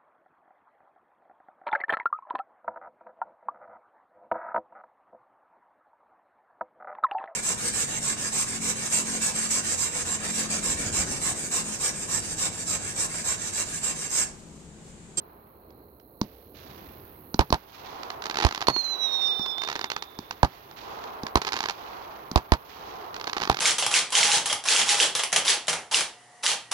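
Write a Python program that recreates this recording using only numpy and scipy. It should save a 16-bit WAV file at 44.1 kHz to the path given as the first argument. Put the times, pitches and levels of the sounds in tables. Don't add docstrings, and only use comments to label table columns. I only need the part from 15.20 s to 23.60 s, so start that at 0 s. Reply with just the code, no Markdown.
import sys
import numpy as np
from scipy import signal
from scipy.fft import rfft, irfft, next_fast_len
from scipy.io import wavfile
from scipy.ndimage import map_coordinates

SR = 44100
rng = np.random.default_rng(int(sys.argv[2]) if len(sys.argv) > 2 else 0)


def waveform_to_disk(signal):
    frames = np.transpose(np.atleast_2d(signal))
    scaled = np.clip(frames, -1, 1) * 32767
    samples = np.round(scaled).astype(np.int16)
    wavfile.write(sys.argv[1], SR, samples)


N = 370440
SIZE = 4096
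TIME, AGE = np.arange(N) / SR, np.arange(SIZE) / SR


def amp(db):
    return 10 ** (np.asarray(db) / 20)


def unit(x):
    return x / np.sqrt(np.mean(x ** 2) + 1e-20)


def along(points, hz):
    f, v = np.transpose(points)
    return np.interp(np.log(hz + 1), np.log(f + 1), v)


def curves(rows, t):
    times, *columns = np.transpose(rows)
    return [np.interp(t, times, column) for column in columns]


def wobble(rate):
    points = rng.standard_normal(int(N * rate / SR) + 4)
    return map_coordinates(points, [TIME * rate])


def filtered(x, response):
    size = next_fast_len(N + SR // 2)
    spectrum = rfft(x, size) * response(np.fft.rfftfreq(size, 1 / SR))
    return irfft(spectrum, size)[..., :N]


def noise(colour, apart_db):
    white = rng.standard_normal(N) + amp(apart_db) * rng.standard_normal((2, N))
    return unit(filtered(white, lambda hz: amp(along(colour, hz))))


def pulse(colour):
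    cepstrum = irfft(np.log(amp(along(colour, np.fft.rfftfreq(SIZE, 1 / SR)))))
    cepstrum[1:SIZE // 2] *= 2
    cepstrum[SIZE // 2:] = 0
    p = irfft(np.exp(rfft(cepstrum)))
    return p / np.abs(p).max()


def swing(hz, life):
    envelope = AGE / life * np.exp(1 - AGE / life)
    return np.sin(2 * np.pi * hz * AGE) * envelope


def add(track, s, sound):
    part = track[..., round(s * SR):][..., :SIZE]
    part += sound[..., :part.shape[-1]]


# (frequency [Hz], decay time [s])
SCATTER_DECAY = [(500, 0.085), (10000, 0.073)]


def paths(sound, ground, clutter_db, wall, scatter_db, flight=0.001088, ground_lag=0.002, wall_lag=.0177,
          apart=0.23):
    white = rng.standard_normal((2, 1, SIZE)) + apart * rng.standard_normal((2, 2, SIZE))
    hz, t, bands = signal.stft(white[0], SR, nperseg=128)
    decay = amp(-60 * t / along(SCATTER_DECAY, hz)[:, None])
    scatter = signal.istft(bands * decay, SR, nperseg=128)[1][:, :SIZE]
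    scatter *= 1 - np.exp(-(AGE / .012) ** 3)
    clutter = white[1] * AGE ** 2 * np.exp(-AGE / 0.0008)
    way = amp(scatter_db) * scatter / np.linalg.norm(scatter[1])
    way += amp(clutter_db) * clutter / np.linalg.norm(clutter[1])
    way[:, 0] += 1
    way[:, int(ground_lag * SR)] += ground
    way[:, int(wall_lag * SR)] += wall
    delayed = np.pad(sound, (int(abs(flight) * SR), 0))
    return signal.fftconvolve(delayed[None], way, axes=1)[:, :SIZE]


# (time [s], crack level [dB], body level [dB], boom level [dB],
# lag of the ground bounce [s], echo level [dB])
BURSTS = [(2.1915, -2.5, -2, -8.5, 0.00232, -50.5), (2.325, -3, -3, -13.5, 0.00211, -49),
          (3.248, -3.5, -9, -6, .0025, -49), (3.483, -3, -5, -26.5, 0.00192, -48.5),
          (5.23, -5.5, -3, -9, 0.00116, -45.5), (6.1551, -2, -4, -14, 0.00267, -47.5),
          (7.158, -3.5, -4.5, -7, 0.00277, -48.5), (7.3192, -2.5, -4, -6, 0.00297, -50.5),
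          (8.297, -3.5, -5.5, -19, 0.0026, -54)]
# (frequency [Hz], relative level [dB])
SNAP_COLOUR = [(70, -17), (400, -4), (555, -11.5), (820, 1), (1560, -1.5), (3160, -9), (4400, -6.5),
               (6800, -17.5), (7900, -32.5), (12400, -34.5), (16000, -50)]
# (frequency [Hz], relative level [dB])
BODY_COLOUR = [(60, -38), (130, 2.5), (550, -2.5), (880, 6), (1120, 1.5), (1500, -5.5), (2400, -20),
               (6000, -69.5)]


def bursts():
    out = np.zeros((2, N))
    hz, db = np.transpose(SNAP_COLOUR)
    crack = pulse(np.c_[hz, db + 7 * (hz > 7500)])
    body = pulse(BODY_COLOUR)
    boom = swing(hz=63.2, life=0.0057) - 1.08 * swing(hz=216, life=0.00037)
    boom = np.pad(boom, (int(0.00074 * SR), 0))
    for s, crack_db, body_db, boom_db, lag, _ in BURSTS:
        add(out, s, paths(amp(crack_db) * crack, ground=0.068, clutter_db=-1.5, wall=0.4, scatter_db=-8.5,
                          ground_lag=lag))
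        add(out, s, paths(amp(body_db) * body, ground=0.54, clutter_db=-3.5, wall=0.16, scatter_db=-8.5,
                          ground_lag=lag))
        add(out, s, amp(boom_db) * boom * amp([[-18], [0]]))
    return out


# (time [s], crack level [dB], thump level [dB], echo level [dB])
LIFTS = [(1.0131, -14.5, -12.5, -56), (2.142, -16, -18, -63), (2.303, -19, -21, -79),
         (4.193, -25.5, -26.5, -86), (4.988, -22, -25.5, -63), (6.033, -22.5, -22.5, -66.5),
         (7.1134, -20, -23.5, -60.5)]
# (frequency [Hz], relative level [dB])
LIFT_CRACK_COLOUR = [(200, -28), (900, 10.5), (1800, -4.5), (3000, -12.5), (4200, 2), (6200, -4.5),
                     (8000, -24.5), (15000, -22.5)]


def lifts():
    out = np.zeros((2, N))
    crack = pulse(LIFT_CRACK_COLOUR)
    thump = -swing(hz=232, life=0.0014)
    for s, crack_db, thump_db, _ in LIFTS:
        add(out, s, paths(amp(crack_db) * crack, ground=0.042, clutter_db=-2.0, wall=0.061, scatter_db=-15.5))
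        add(out, s, paths(amp(thump_db) * thump, ground=0, clutter_db=-22, wall=0.03, scatter_db=-14.0,
                          flight=0.00247))
    return out


# (time [s], level [dB]), relative to each other
SNAPS = [(0.5043, -49), (0.798, -49), (2.8317, -26), (2.9021, -22.5), (3.0207, -24.5), (3.0391, -25),
         (3.0557, -20), (3.0653, -22.5), (3.0969, -19), (3.1101, -20), (3.1427, -22), (3.1559, -19.5),
         (3.1699, -15.5), (3.1856, -15), (3.2006, -16), (3.2096, -18), (3.2231, -15), (3.2292, -15.5),
         (3.2383, -17), (3.2658, -15), (3.2875, -22), (3.3094, -22), (3.3237, -22), (3.3471, -19.5),
         (3.3578, -25), (3.3761, -21), (3.4065, -22), (3.4146, -18.5), (3.423, -18), (3.469, -15.5),
         (3.5625, -19), (4.2605, -24), (4.3808, -24.5), (4.4177, -21), (4.4354, -21), (4.448, -25.5),
         (4.474, -23), (4.4864, -18.5), (4.4988, -20.5), (4.5144, -22), (4.5269, -22), (4.5541, -20),
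         (4.5606, -20), (4.5915, -22.5), (4.6117, -20.5), (4.6416, -16.5), (4.7008, -18.5), (4.7164, -17),
         (4.7632, -18), (4.8231, -21), (5.1086, -20), (5.511, -36.5), (5.839, -30.5), (6.066, -21),
         (6.2163, -18), (6.2208, -24.5), (6.2484, -19.5), (6.2678, -21), (6.2725, -20), (6.2778, -18.5),
         (6.2879, -21), (6.321, -18.5), (6.331, -16.5), (6.3388, -17), (6.3565, -24.5), (6.3648, -17.5),
         (6.3725, -22), (6.3885, -22), (6.4045, -15), (6.4288, -23), (6.438, -18.5), (6.4568, -17),
         (6.4855, -17.5), (6.4959, -16.5), (6.507, -22.5), (7.9423, -25), (7.9635, -25), (7.9977, -29),
         (8.0115, -24), (8.0411, -23.5), (8.0703, -21), (8.075, -19.5), (8.0959, -21.5), (8.1308, -17.5),
         (8.166, -17), (8.171, -21.5), (8.18, -20), (8.2008, -22.5), (8.212, -22.5), (8.2174, -16.5),
         (8.228, -20), (8.2345, -16), (8.243, -28), (8.2519, -21), (8.274, -19), (8.326, -23),
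         (8.3441, -19.5), (8.3689, -19.5), (8.3884, -19.5)]


def sharp_snaps(snaps):
    out = np.zeros((2, N))
    hz, db = np.transpose(SNAP_COLOUR)
    for s, level_db in snaps:
        tilt = rng.normal(0, .6)
        snap = pulse(np.c_[hz, db + tilt * np.log2(hz)])
        ground_lag = 0.002 * np.exp(rng.normal(0, .15))
        add(out, s, paths(amp(level_db + 5.5) * snap, ground=0.37, clutter_db=0.0, wall=0.097, scatter_db=-9.5,
                          ground_lag=ground_lag))
    return out


# (time [s], level [dB])
FLAME = [(3.47, -30.5), (3.6, -26.5), (3.7, -31.5), (3.85, -26.5), (3.96, -29.5), (4.05, -23.5),
         (4.2, -31.5), (4.42, -33.5), (4.49, -39.5)]
OVERTONES = [-15.5, -39.5, -40.5, -46]
# (time [s], overtone level [dB])
RICHNESS = [(3.5, -4), (4.32, 0.5), (4.37, -6)]
LIT_S, FLAGS_S, SPENT_S = 3.47, 4.34, 4.49
FULL_HZ, EMPTY_HZ = 2190, 1732
BURN_S, BURN_SHAPE, BURNOUT_HZ_PER_S = 0.41, 1.35, 498
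SPUTTERS, SPUTTER_S, SPUTTER_DB = [3.522, 3.629, 3.776], 0.014, -10
SPUTTER_HZ = 55


def whistle():
    fuel = np.exp(-(np.maximum(TIME - LIT_S, 0) / BURN_S) ** BURN_SHAPE)
    hz = EMPTY_HZ + (FULL_HZ - EMPTY_HZ) * fuel
    hz = hz + BURNOUT_HZ_PER_S * np.maximum(TIME - FLAGS_S, 0)
    near = np.subtract.outer(TIME, SPUTTERS) / SPUTTER_S
    falter = np.exp(-near * near)
    hz = hz + SPUTTER_HZ * sum((near * falter).T)
    flame_db = curves(FLAME, TIME)[0] + SPUTTER_DB * sum(falter.T)
    gate = np.clip(np.minimum(TIME - LIT_S, SPENT_S - TIME) / 0.0025, 0, 1)
    flame = gate * amp(flame_db + 2.0)

    jitter = .004 * wobble(600) + .004 * wobble(90) + .004 * wobble(28)
    flutter_db = 1.1 * wobble(300) + 1.7 * wobble(35)
    phase = 2 * np.pi * np.cumsum(hz * (1 + jitter)) / SR
    partials = [amp(level + 3 * wobble(45)) * np.sin(k * phase) for k, level in enumerate(OVERTONES, 3)]
    overtones = amp(curves(RICHNESS, TIME)[0]) * sum(partials)
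    tone = flame * amp(flutter_db) * (np.sin(2 * phase) + overtones)

    trees = rng.standard_normal((2, 2 * SR)) * amp(edge_treble(TIME[:2 * SR]))
    blurred = flame * np.sin(2 * phase + 1.3 * wobble(250))
    tail = signal.fftconvolve(blurred[None], trees / np.linalg.norm(trees[0]), axes=1)[:, :N]
    return tone + amp(-20.5) * tail


# (frequency [Hz], relative level [dB])
RUSTLE_COLOUR = [(300, -4.5), (1200, 4), (4300, -1.5), (6500, -9.5), (8000, -28.5)]
ROLL_COLOUR = [(100, -38), (260, -13), (420, -3.5), (550, -8.5), (750, -1), (1050, -1), (1400, -9.5),
               (2000, -27), (3200, -59)]
RUMBLE_COLOUR = [(30, -4.5), (90, 9.5), (380, 3), (560, -20), (2600, -75)]
# (time [s], echo level [dB])
EARLIER_LIFT, EARLIER_SHELL = (-1.08, -58), (-1.68, -45)
TREBLE_HZ = 2480


def echoes(snaps):
    shells = [(s, db) for s, *_, db in [EARLIER_SHELL, *BURSTS]]
    tubes = [(s, db) for s, *_, db in [EARLIER_LIFT, *LIFTS]]

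    def together(shape, shell_db, tube_db, snap_db):
        kinds = [(shell_db, shells), (tube_db, tubes), (snap_db, snaps)]
        parts = [amp(db) * answer(reports, shape) for db, reports in kinds]
        return np.linalg.norm(parts, axis=0)

    grain_db = 1.5 * wobble(110) + 2 * wobble(900)
    twigs = unit(amp(grain_db) * noise(RUSTLE_COLOUR, apart_db=10.0))
    dull = filtered(twigs, lambda hz: 1 / (1 + (hz / TREBLE_HZ) ** 4))
    treble = twigs - dull
    rustle = together(edge, shell_db=-2.0, tube_db=1.5, snap_db=-46.5) * dull
    rustle = rustle + together(edge_treble, shell_db=-0.5, tube_db=5.0, snap_db=-47.0) * treble
    roll = together(depth, shell_db=2, tube_db=-2.5, snap_db=-55.0) * noise(ROLL_COLOUR, apart_db=4)
    rumble = answer(tubes, depth) * noise(RUMBLE_COLOUR, apart_db=-29)
    return rustle + roll + rumble


def answer(reports, shape):
    t = TIME[::64]
    power = sum((t > s) * amp(db + shape(t - s)) ** 2 for s, db in reports)
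    return np.interp(TIME, t, np.sqrt(power))


TREES_S = 0.33
SWELL_S, SWELL_DB = 0.29, 2.5
AIR_LOSS_DB_PER_S = 23.5


def treeline(t, field_db, field_db_per_s, rise_s, hold_s, fade_db_per_s):
    arrived = np.clip((t - TREES_S) / rise_s, 0, 1)
    field = field_db + field_db_per_s * np.clip(t, 0, TREES_S)
    return (1 - arrived) * field - fade_db_per_s * np.maximum(t - TREES_S - hold_s, 0)


def edge(t):
    swell = SWELL_DB * np.clip((t - TREES_S) / SWELL_S, 0, 1)
    return swell + treeline(t, field_db=-2.5, field_db_per_s=-48, rise_s=0.0057, hold_s=0.19, fade_db_per_s=16)


def edge_treble(t):
    grass_db = -5 * (t < TREES_S)
    return edge(t) + grass_db - AIR_LOSS_DB_PER_S * np.maximum(t - TREES_S, 0)


def depth(t):
    return 4.5 + treeline(t, field_db=-21.0, field_db_per_s=23, rise_s=0.13, hold_s=0.31, fade_db_per_s=15.5)


# (time [s], night air level [dB], electronic hiss level [dB])
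FLOOR = [(0.6, -55.5, -65), (1.7, -50.5, -56.5), (2.15, -55, -56.5), (2.4, -57.5, -62)]
# (frequency [Hz], relative level [dB])
AIR_COLOUR = [(25, -30), (55, 1), (140, -8), (410, -2), (1200, -20), (3400, -53), (4150, -25), (4900, -47),
              (8000, -67)]
HISS_COLOUR = [(5000, -71), (8500, -1.5), (10500, 16), (12350, 19), (13700, 12), (14400, 7), (16000, 23)]


def background():
    air_db, hiss_db = curves(FLOOR, TIME)
    hiss = noise(HISS_COLOUR, apart_db=6) + chirps()
    drift_db = 1.5 * wobble(5)
    return amp(air_db + drift_db) * noise(AIR_COLOUR, apart_db=-12.5) + amp(hiss_db) * hiss


def chirps():
    rate_hz, second_s, scatter_s = 62.85, .0062, .00012
    rest_hz, sweep_hz, life_s = 12200, 5500, .0008
    ticks = np.zeros(N + SR)
    starts = np.arange(1 / rate_hz, N / SR, 1 / rate_hz)
    at = (rng.normal(np.r_[starts, starts + second_s], scatter_s) * SR).astype(int)
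    ticks[at] = amp(rng.normal(0, 1, len(at)))
    phase = 2 * np.pi * np.cumsum(rest_hz + sweep_hz * np.exp(-AGE / life_s)) / SR
    chirp = np.sin(phase) * AGE * np.exp(-AGE / life_s)
    return unit(signal.fftconvolve(ticks, chirp)[:N])


# (frequency [Hz], left minus right level [dB])
SHADE = [(60, 1), (700, -4.5), (1290, 0.5), (2380, -11), (4400, -23), (8000, -16), (15000, -17)]


def microphones(field, lag):
    def ports(hz):
        shade = amp(along(SHADE, hz))
        left = shade * np.exp(-2j * np.pi * hz * lag)
        return 2 * np.array([left, np.ones_like(hz)]) / (1 + shade)
    return filtered(field, ports)


def scene():
    display = bursts() + lifts() + whistle() + sharp_snaps(SNAPS)
    return microphones(display + background(), lag=0.0002) + microphones(echoes(SNAPS), lag=0.00039)


TOP_HZ = 16000


def record(dry):
    rounded = dry / (1 + np.abs(dry) ** 6) ** (1 / 6)
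    return filtered(rounded, lambda hz: hz < TOP_HZ)


dry = scene()
out = record(dry)
waveform_to_disk(out)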